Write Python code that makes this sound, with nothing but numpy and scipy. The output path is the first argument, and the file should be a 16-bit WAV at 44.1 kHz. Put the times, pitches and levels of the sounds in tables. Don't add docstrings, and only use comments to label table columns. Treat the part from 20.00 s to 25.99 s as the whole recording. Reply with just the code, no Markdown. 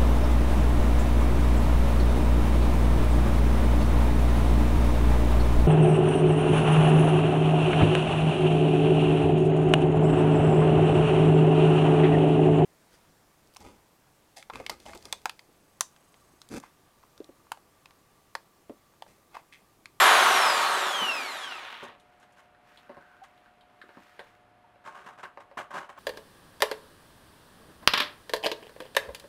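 import sys
import numpy as np
from scipy import signal
from scipy.io import wavfile
from scipy.ndimage import uniform_filter1d

SR = 44100
rng = np.random.default_rng(int(sys.argv[2]) if len(sys.argv) > 2 else 0)


def waveform_to_disk(signal):
    frames = np.transpose(np.atleast_2d(signal))
    scaled = np.clip(frames, -1, 1) * 32767
    samples = np.round(scaled).astype(np.int16)
    wavfile.write(sys.argv[1], SR, samples)


N = 264159
TIME = np.arange(N) / SR
CUTOFF_HZ = 15650


def from_db(db):
    return 10 ** (np.asarray(db) / 20)


def rms_one(x):
    return x / np.sqrt(np.mean(x ** 2) + 1e-20)


def drift(rate_hz):
    step = 40
    r = np.exp(-2 * np.pi * rate_hz * step / SR)
    white = rng.standard_normal(N // step + 2002)
    slow = signal.lfilter([1], [1, -2 * r, r * r], white)[2000:]
    return np.interp(np.arange(N) / step, np.arange(len(slow)), rms_one(slow))


def band(x, low_hz, high_hz):
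    edges_hz = [low_hz, min(high_hz, .45 * SR)]
    return signal.sosfilt(signal.butter(2, edges_hz, "band", fs=SR, output="sos"), x + 1e-18)


def high_pass(x, hz, order):
    return signal.sosfilt(signal.butter(order, hz, "high", fs=SR, output="sos"), x + 1e-18)


def coloured_noise(spectrum):
    hz, db = np.transpose(spectrum)
    edge_count = int(3 * np.log2(hz[-1] / hz[0])) + 3
    edges_hz = np.geomspace(max(hz[0], 15), min(hz[-1], 17000), edge_count)
    white = rng.standard_normal((2, N))
    out = np.zeros(N)
    for k, (low, high) in enumerate(zip(edges_hz, edges_hz[1:])):
        band_db = np.interp(np.log(low * high) / 2, np.log(hz), db)
        out += from_db(band_db) * band(white[k % 2], low, high)
    return rms_one(out)


def body(x, peaks, direct_db):
    out = from_db(direct_db) * x
    for hz, width_hz, db in peaks:
        r = np.exp(-np.pi * width_hz / SR)
        zeros = np.array([1, 0, -1]) * (1 - r * r) / 2
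        poles = [1, -2 * r * np.cos(2 * np.pi * hz / SR), r * r]
        out = out + from_db(db) * signal.lfilter(zeros, poles, x)
    return rms_one(out) * np.std(x)


def bursts(hits, spread_db, decay_s, bed):
    sizes = hits * from_db(spread_db * np.clip(rng.standard_normal(N), -2, 2))
    power = signal.lfilter([1], [1, -np.exp(-2 / (decay_s * SR))], sizes ** 2 + 1e-18)
    levelled = power / (uniform_filter1d(power, size=6000) + 1e-9)
    return np.sqrt((levelled + bed) / (1 + bed))


def swell(start_s, length_s, attack_s, t60_s):
    late_s = TIME - start_s
    rise = np.clip(late_s / max(attack_s, .001), 0, 1)
    return rise * from_db(-60 * np.clip((late_s - length_s) / t60_s, 0, 3))


def swells(rows, t60_s):
    return np.sqrt(sum((from_db(db) * swell(s, length_s, attack_s, t60_s)) ** 2
                       for s, length_s, db, attack_s in rows))


# f/Hz, level/dB
HUM = [(107.7, -94.5), (597.5, -73), (721.4, -66.5), (899.0, -84), (1200, -82), (1443, -80.5)]
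# f/Hz, relative density/dB per Hz
AMBIENCE = [(15, -43.5), (25, -13), (43, -12), (233, -10), (495, -12.5), (598, -13.5), (648, -15),
            (722, 5.5), (782, -9.5), (1450, -14), (2290, -20), (2620, -20), (5730, -38), (12200, -39),
            (15500, -59)]
AMBIENCE_DB = -63.5
LOW_HUM_DB, LOW_HUM_HZ = -75.5, 110.4


def background():
    out = from_db(AMBIENCE_DB) * coloured_noise(AMBIENCE)
    for hz, db in HUM:
        level = np.sqrt(2) * from_db(db + 0.53 * drift(3.6))
        out += level * np.sin(2 * np.pi * hz * TIME + 0.16 * drift(5))
    low_hum = np.sqrt(2) * np.sin(2 * np.pi * LOW_HUM_HZ * TIME + 0.57 * drift(5.8))
    envelope = swell(start_s=4.2, length_s=.56, attack_s=0.066, t60_s=.4)
    return out + from_db(LOW_HUM_DB) * envelope * low_hum


def slide():
    return swell(start_s=2.73, length_s=0.43, attack_s=0.2, t60_s=.6)


# start t/s, length/s, level/dB, attack/s
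RUSTLES = [(1.95, 0.49, -70.5, 0.053), (2.6, 0.21, -62, 0.1), (2.88, 0.59, -68.5, 0.073),
           (3.55, 0.54, -64, 0.44), (3.85, 0.44, -63, .19)]
# f/Hz, relative density/dB per Hz
SLEEVE = [(590, -40), (1000, -1.5), (1410, -0.5), (1640, -2), (1730, -1), (1840, -1), (6330, -19.5),
          (12200, -25.5), (14100, -26), (15500, -39)]
RUSTLE_T60_S, SLIDE_HISS_DB = 0.63, -62


def clothes():
    folds = bursts(rng.random(N) < 300 / SR, spread_db=9.0, decay_s=0.0017, bed=3.0)
    cloth = swells(RUSTLES, RUSTLE_T60_S) * coloured_noise(SLEEVE)
    hiss = rms_one(band(rng.standard_normal(N), 1340, 1600))
    return folds * (cloth + from_db(SLIDE_HISS_DB) * slide() * hiss)


# start t/s, length/s, start f/Hz, end f/Hz, reference level/dB (peak about 12 dB above)
SQUEAKS = [(3.217, 0.028, 756, 790, -54), (3.815, 0.0082, 1720, 1710, -50.5),
           (4.64, 0.027, 900, 950, -65.5)]


def squeaks():
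    out = np.zeros(N)
    for s, length_s, start_hz, end_hz, db in SQUEAKS:
        along = np.clip((TIME - s) / length_s, 0, 1)
        phase = 2 * np.pi * np.cumsum(start_hz + (end_hz - start_hz) * along) / SR
        envelope = np.interp(along, [0, .08, .6, 1], [0, 4.0, 2.0, 0.036])
        out += from_db(db) * envelope * (np.sin(phase) + 0.075 * np.sin(2 * phase))
    return out


# f/Hz, width/Hz, relative level/dB
SHEET_MODES = [(290, 130, -14), (384, 100, -0.5), (565, 28, 11), (916, 23, 6), (1075, 34, 9),
               (1180, 100, -4), (1494, 120, -2), (1586, 72, -1), (1920, 34, -15.5), (2980, 230, -1),
               (3430, 150, -17), (3800, 130, -1)]


def cardboard(x, direct_db):
    return body(x, SHEET_MODES, direct_db)


# start t/s, length/s, level/dB, attack/s
STROKES = [(4.838, 0.041, -41.5, 0.026), (4.89, 0.04, -51.5, 0.0091), (4.944, 0.031, -46.5, 0.0036),
           (4.975, 0.049, -50, .015), (5.036, .014, -51, .008), (5.061, .008, -42.5, 0.0026),
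           (5.084, 0.011, -46.5, .004), (5.126, .012, -52, .006), (5.174, 0.031, -47.5, 0.0086),
           (5.228, 0.0083, -37.5, 0.0065), (5.398, 0.0078, -48, 0.006), (5.571, 0.026, -33, 0.005),
           (5.703, .035, -43.5, 0.0054), (5.739, 0.046, -34, .004), (5.8, 0.05, -48.5, .01),
           (5.887, 0.016, -43.5, .005), (5.96, .04, -44.5, 0.027)]
# start t/s, length/s, level/dB, attack/s
SCUFFS = [(1.825, 0.019, -55, .008), (2.195, 0.043, -69.5, 0.035), (2.36, 0.039, -67, 0.026),
          (3.232, 0.0096, -61.5, 0.009)]
# f/Hz, relative density/dB per Hz
BRUSHING = [(71, -53), (120, -3), (312, -14.5), (390, -10.5), (508, -5), (586, -22), (676, -0.5),
            (1080, 1.5), (1620, -3), (2540, -12), (2810, -11.5), (3580, -20.5), (7760, -24.5), (13200, -39),
            (15500, -63)]
STROKE_T60_S, SCUFF_T60_S = 0.14, 0.1
SCUFF_GRIT_DB, SLIDE_RUB_DB = 20, -67


def strokes():
    fingers = swells(STROKES, STROKE_T60_S)
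    shoes = swells(SCUFFS, SCUFF_T60_S)
    push = fingers + shoes + from_db(SLIDE_RUB_DB) * slide()
    grit = fingers + from_db(SCUFF_GRIT_DB) * shoes
    grains = bursts(rng.random(N) < 450 / SR, spread_db=1.5, decay_s=0.0018, bed=0.8)
    rub = high_pass(cardboard(grains * coloured_noise(BRUSHING), direct_db=3.0), hz=126, order=4)
    dull = signal.sosfilt(signal.butter(1, 3000, fs=SR, output="sos"), rub)
    return push * dull + grit * (rub - dull)


def knocks(rows, t60_s, fall_db_per_octave):
    out, t = np.zeros(N), TIME[:SR // 4]
    registers_hz = [(160, 440), (380, 1040), (1200, 1850), (2900, 4100), (5000, 10000)]
    for s, db, centre_hz in rows:
        shudder = rng.standard_normal(len(t)) * from_db(-60 * t / t60_s)
        shudder[0] += 12.5
        start = round(s * SR)
        for low, high in registers_hz:
            part = band(shudder, low, high)
            part /= np.std(part[:SR // 50])
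            octaves = abs(np.log2(np.sqrt(low * high) / centre_hz))
            level = from_db(db - fall_db_per_octave * octaves)
            out[start:start + len(t)] += (level * part)[:N - start]
    return high_pass(cardboard(out, direct_db=5.5), hz=113, order=2)


# t/s, level/dB, centre f/Hz (higher = harder)
TAPS = [(1.999, -60.5, 4500), (2.2, -69, 6500), (2.324, -69, 8000), (2.548, -58, 1200), (2.774, -55, 3400),
        (3.377, -67, 3000), (3.46, -58.5, 1400), (3.61, -61, 3080), (3.816, -46.5, 1840), (3.839, -52, 210),
        (3.891, -46.5, 970), (3.949, -55, 1210), (3.971, -41.5, 386), (4.193, -36, 910), (4.194, -52, 3550),
        (4.758, -57.5, 800), (5.241, -42, 1446), (5.374, -42, 670), (5.514, -48.5, 750),
        (5.571, -41.5, 400), (5.74, -46.5, 540)]


def taps():
    return knocks(TAPS, t60_s=0.098, fall_db_per_octave=12)


# t/s, thump level/dB, ring f/Hz, sheet knock level/dB
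FOOTFALLS = [(1.014, -27.5, 202, -48), (1.826, -35.5, 167.4, -43), (1.885, -45, 153, -50),
             (2.894, -37, 250, -46.5), (2.969, -42, 153, -48)]
FOOT_KNOCK_HZ, THUMP_T60_S = 620, 0.062


def footfalls():
    contacts = [(s, knock_db, FOOT_KNOCK_HZ) for s, _, _, knock_db in FOOTFALLS]
    out = knocks(contacts, t60_s=0.21, fall_db_per_octave=8.5)
    for s, db, hz, _ in FOOTFALLS:
        t = np.maximum(TIME - s, 0)
        thump = (1 - np.exp(-t / 0.0056)) * from_db(np.maximum(db - 60 * t / THUMP_T60_S, -200))
        ring = np.sin(2 * np.pi * hz * t)
        ring += 0.67 * np.sin(2 * np.pi * 1.42 * hz * t)
        ring += np.sin(2 * np.pi * 2.33 * hz * t)
        out += thump * ring
    return out


STOP_S, FRICTION_HZ_PER_S = 1.9911, 123.33
DRAG_HZ = 306.79


def rotor_speed():
    return DRAG_HZ * np.tan(np.maximum(STOP_S - TIME, 0) * FRICTION_HZ_PER_S / DRAG_HZ)


def running(spectrum, speed, full_db, power, slack_db):
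    return np.hypot(from_db(full_db) * speed ** power, from_db(slack_db)) * coloured_noise(spectrum)


# f/Hz, relative density/dB per Hz
RUMBLE = [(120, -34.5), (200, -18.5), (260, -9.5), (310, -14.5), (350, -2.5), (480, -3.5), (560, 2.5),
          (640, 1), (800, -26.5)]
GEARS = [(450, -23), (620, -7), (730, -2), (810, 0), (1100, 2.5), (1400, 2.5), (1730, -5), (2200, -21),
         (2860, -36)]
HOUSING = [(1060, -28.5), (1800, 2), (2290, -2), (2480, 0.5), (2830, -2.5), (3120, 2.5), (3970, -12),
           (4310, -16), (4800, -14.5), (6240, -43), (10600, -120)]
# f/Hz, width/Hz, relative level/dB
RATTLE_PEAKS = [(385, 100, -3.5), (553, 22, -10.5), (670, 22, 1), (760, 28, -2), (934, 24, 0),
                (1067, 10, -5), (1124, 7.5, 2.5), (1114, 15, -1.5), (1326, 36, -8), (1443, 17, 1.5),
                (1577, 7.3, -7), (1800, 19, -19.5), (2370, 20, -8.5), (2435, 39, -4), (2860, 17, -7.5),
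                (3100, 38, -13), (3985, 42, 10.5)]
BIT_OUT_S, BIT_CHATTER_DB, BIT_T60_S = .16, 1, 0.084


def gear_rattle(speed, teeth):
    clatter = bursts(teeth, spread_db=3.0, decay_s=0.0021, bed=0.91)
    rattle = running(RUMBLE, speed, full_db=-32, power=1.57, slack_db=-68.5)
    rattle += running(GEARS, speed, full_db=-16.5, power=1.984, slack_db=-46.5)
    rattle += running(HOUSING, speed, full_db=-20.5, power=1.96, slack_db=-44.5)
    rattle *= from_db(BIT_CHATTER_DB * swell(0, BIT_OUT_S, 0, BIT_T60_S))
    return body(clatter * rattle, RATTLE_PEAKS, direct_db=4.5)


# f/Hz, relative density/dB per Hz
FAN = [(2470, -28), (4200, 3.5), (4740, -2.5), (5340, 0), (5830, -2), (7210, -4), (8870, -3), (9950, -8.5),
       (11700, -10), (14100, -22.5), (15500, -27)]


def fan_rush(speed, teeth):
    roughness = bursts(teeth, spread_db=3.0, decay_s=.001, bed=2.6)
    return roughness * running(FAN, speed, full_db=-28, power=1.93, slack_db=-75)


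def housing_drone():
    envelope = swell(start_s=0.98, length_s=0.14, attack_s=0.042, t60_s=1.55)
    return from_db(-51.5) * envelope * rms_one(band(rng.standard_normal(N), 261, 284))


BARS, FAN_BLADES, PINION_TEETH = 24, 37, 5
# f/Hz, gain/dB
RADIATION = [(1700, -6.5), (2060, -12.5), (2450, -1.5), (3000, -2.5), (3600, -8.5), (4150, -8),
             (4650, -12.5), (5100, -7.5), (5800, -12.5), (6600, -15.5), (7400, -13.5), (9300, -23),
             (10300, -21), (11300, -16), (13500, -27.5), (15500, -26.5)]


def rotor_tone(rotor_hz, turns, multiple, full_db, power):
    hz = multiple * rotor_hz
    speed = rotor_hz / rotor_hz[0]
    smear = .22 * multiple / BARS * drift(70)
    phase = 2 * np.pi * multiple * turns + .2 * np.sin(2 * np.pi * turns) + smear
    flutter = from_db(2.4 * drift(40) + 1.6 * drift(10))
    points_hz, gain_db = np.transpose(RADIATION)
    radiation_db = np.interp(np.log(hz + 1), np.log(points_hz), gain_db)
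    level = np.sqrt(2) * from_db(full_db + radiation_db) * speed ** power * flutter
    return level * np.sin(phase) * (hz < CUTOFF_HZ)


WHINE_MULTIPLES = [1, 2, 2.5, 3, 3.5, 4, 4.5, 5, 6]
WHINE_LEVELS_DB = [0, -3, -13, -12, -12, -10, -22, -10, -9]
# t/s, gain/dB
WHINE_SWING = [(.5, 0), (.62, -7), (.78, -6), (.88, -2), (1.02, 1), (1.22, -0.5), (1.36, -4), (1.6, -3)]
WHINE_DB, WHINE_POWER = -23.5, 0.82
WHINE_DIES_BELOW = 0.23


def commutator_whine(rotor_hz, turns):
    bar_tone, *overtones = [rotor_tone(rotor_hz, turns, k * BARS, WHINE_DB + db, WHINE_POWER)
                            for k, db in zip(WHINE_MULTIPLES, WHINE_LEVELS_DB)]
    whine = from_db(np.interp(TIME, *np.transpose(WHINE_SWING))) * bar_tone + sum(overtones)
    return whine * np.minimum(rotor_hz / rotor_hz[0] / WHINE_DIES_BELOW, 1) ** 2


DIES_BELOW = 0.095


def drill():
    rotor_hz = rotor_speed()
    speed = rotor_hz / rotor_hz[0]
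    turns = np.cumsum(rotor_hz * (1 + .0015 * drift(25))) / SR
    teeth = np.diff(np.floor(PINION_TEETH * turns + .3 * drift(300)), prepend=0) > 0
    noise = gear_rattle(speed, teeth) + fan_rush(speed, teeth) + housing_drone()
    noise = high_pass(noise, hz=147, order=4)
    blade_tone = rotor_tone(rotor_hz, turns, FAN_BLADES, full_db=-18.5, power=3.5)
    total = noise + commutator_whine(rotor_hz, turns) + blade_tone
    return total * np.minimum(speed / DIES_BELOW, 1) ** 1.21


ROOM_T60_S, TREBLE_T60_S, ROOM_DB = .26, 0.2, -5.5


def workshop(x):
    t = TIME[:SR // 2]
    noise = rng.standard_normal(len(t))
    tail = band(noise, 58, 5800) * from_db(-60 * t / ROOM_T60_S)
    tail += 1.3 * band(noise, 4500, 22000) * from_db(-60 * t / TREBLE_T60_S)
    tail *= t > .003
    tail /= np.sqrt(np.sum(tail ** 2) * 2)
    room = from_db(ROOM_DB)
    return (x + room * signal.fftconvolve(x, tail)[:N]) / np.sqrt(1 + room ** 2)


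def scene():
    sources = clothes() + squeaks() + strokes() + taps() + footfalls() + drill()
    return (background() + workshop(sources))[None]


def record(dry):
    return signal.sosfilt(signal.ellip(12, .1, 90, CUTOFF_HZ, fs=SR, output="sos"), dry)


dry = scene()
out = record(dry)
waveform_to_disk(out)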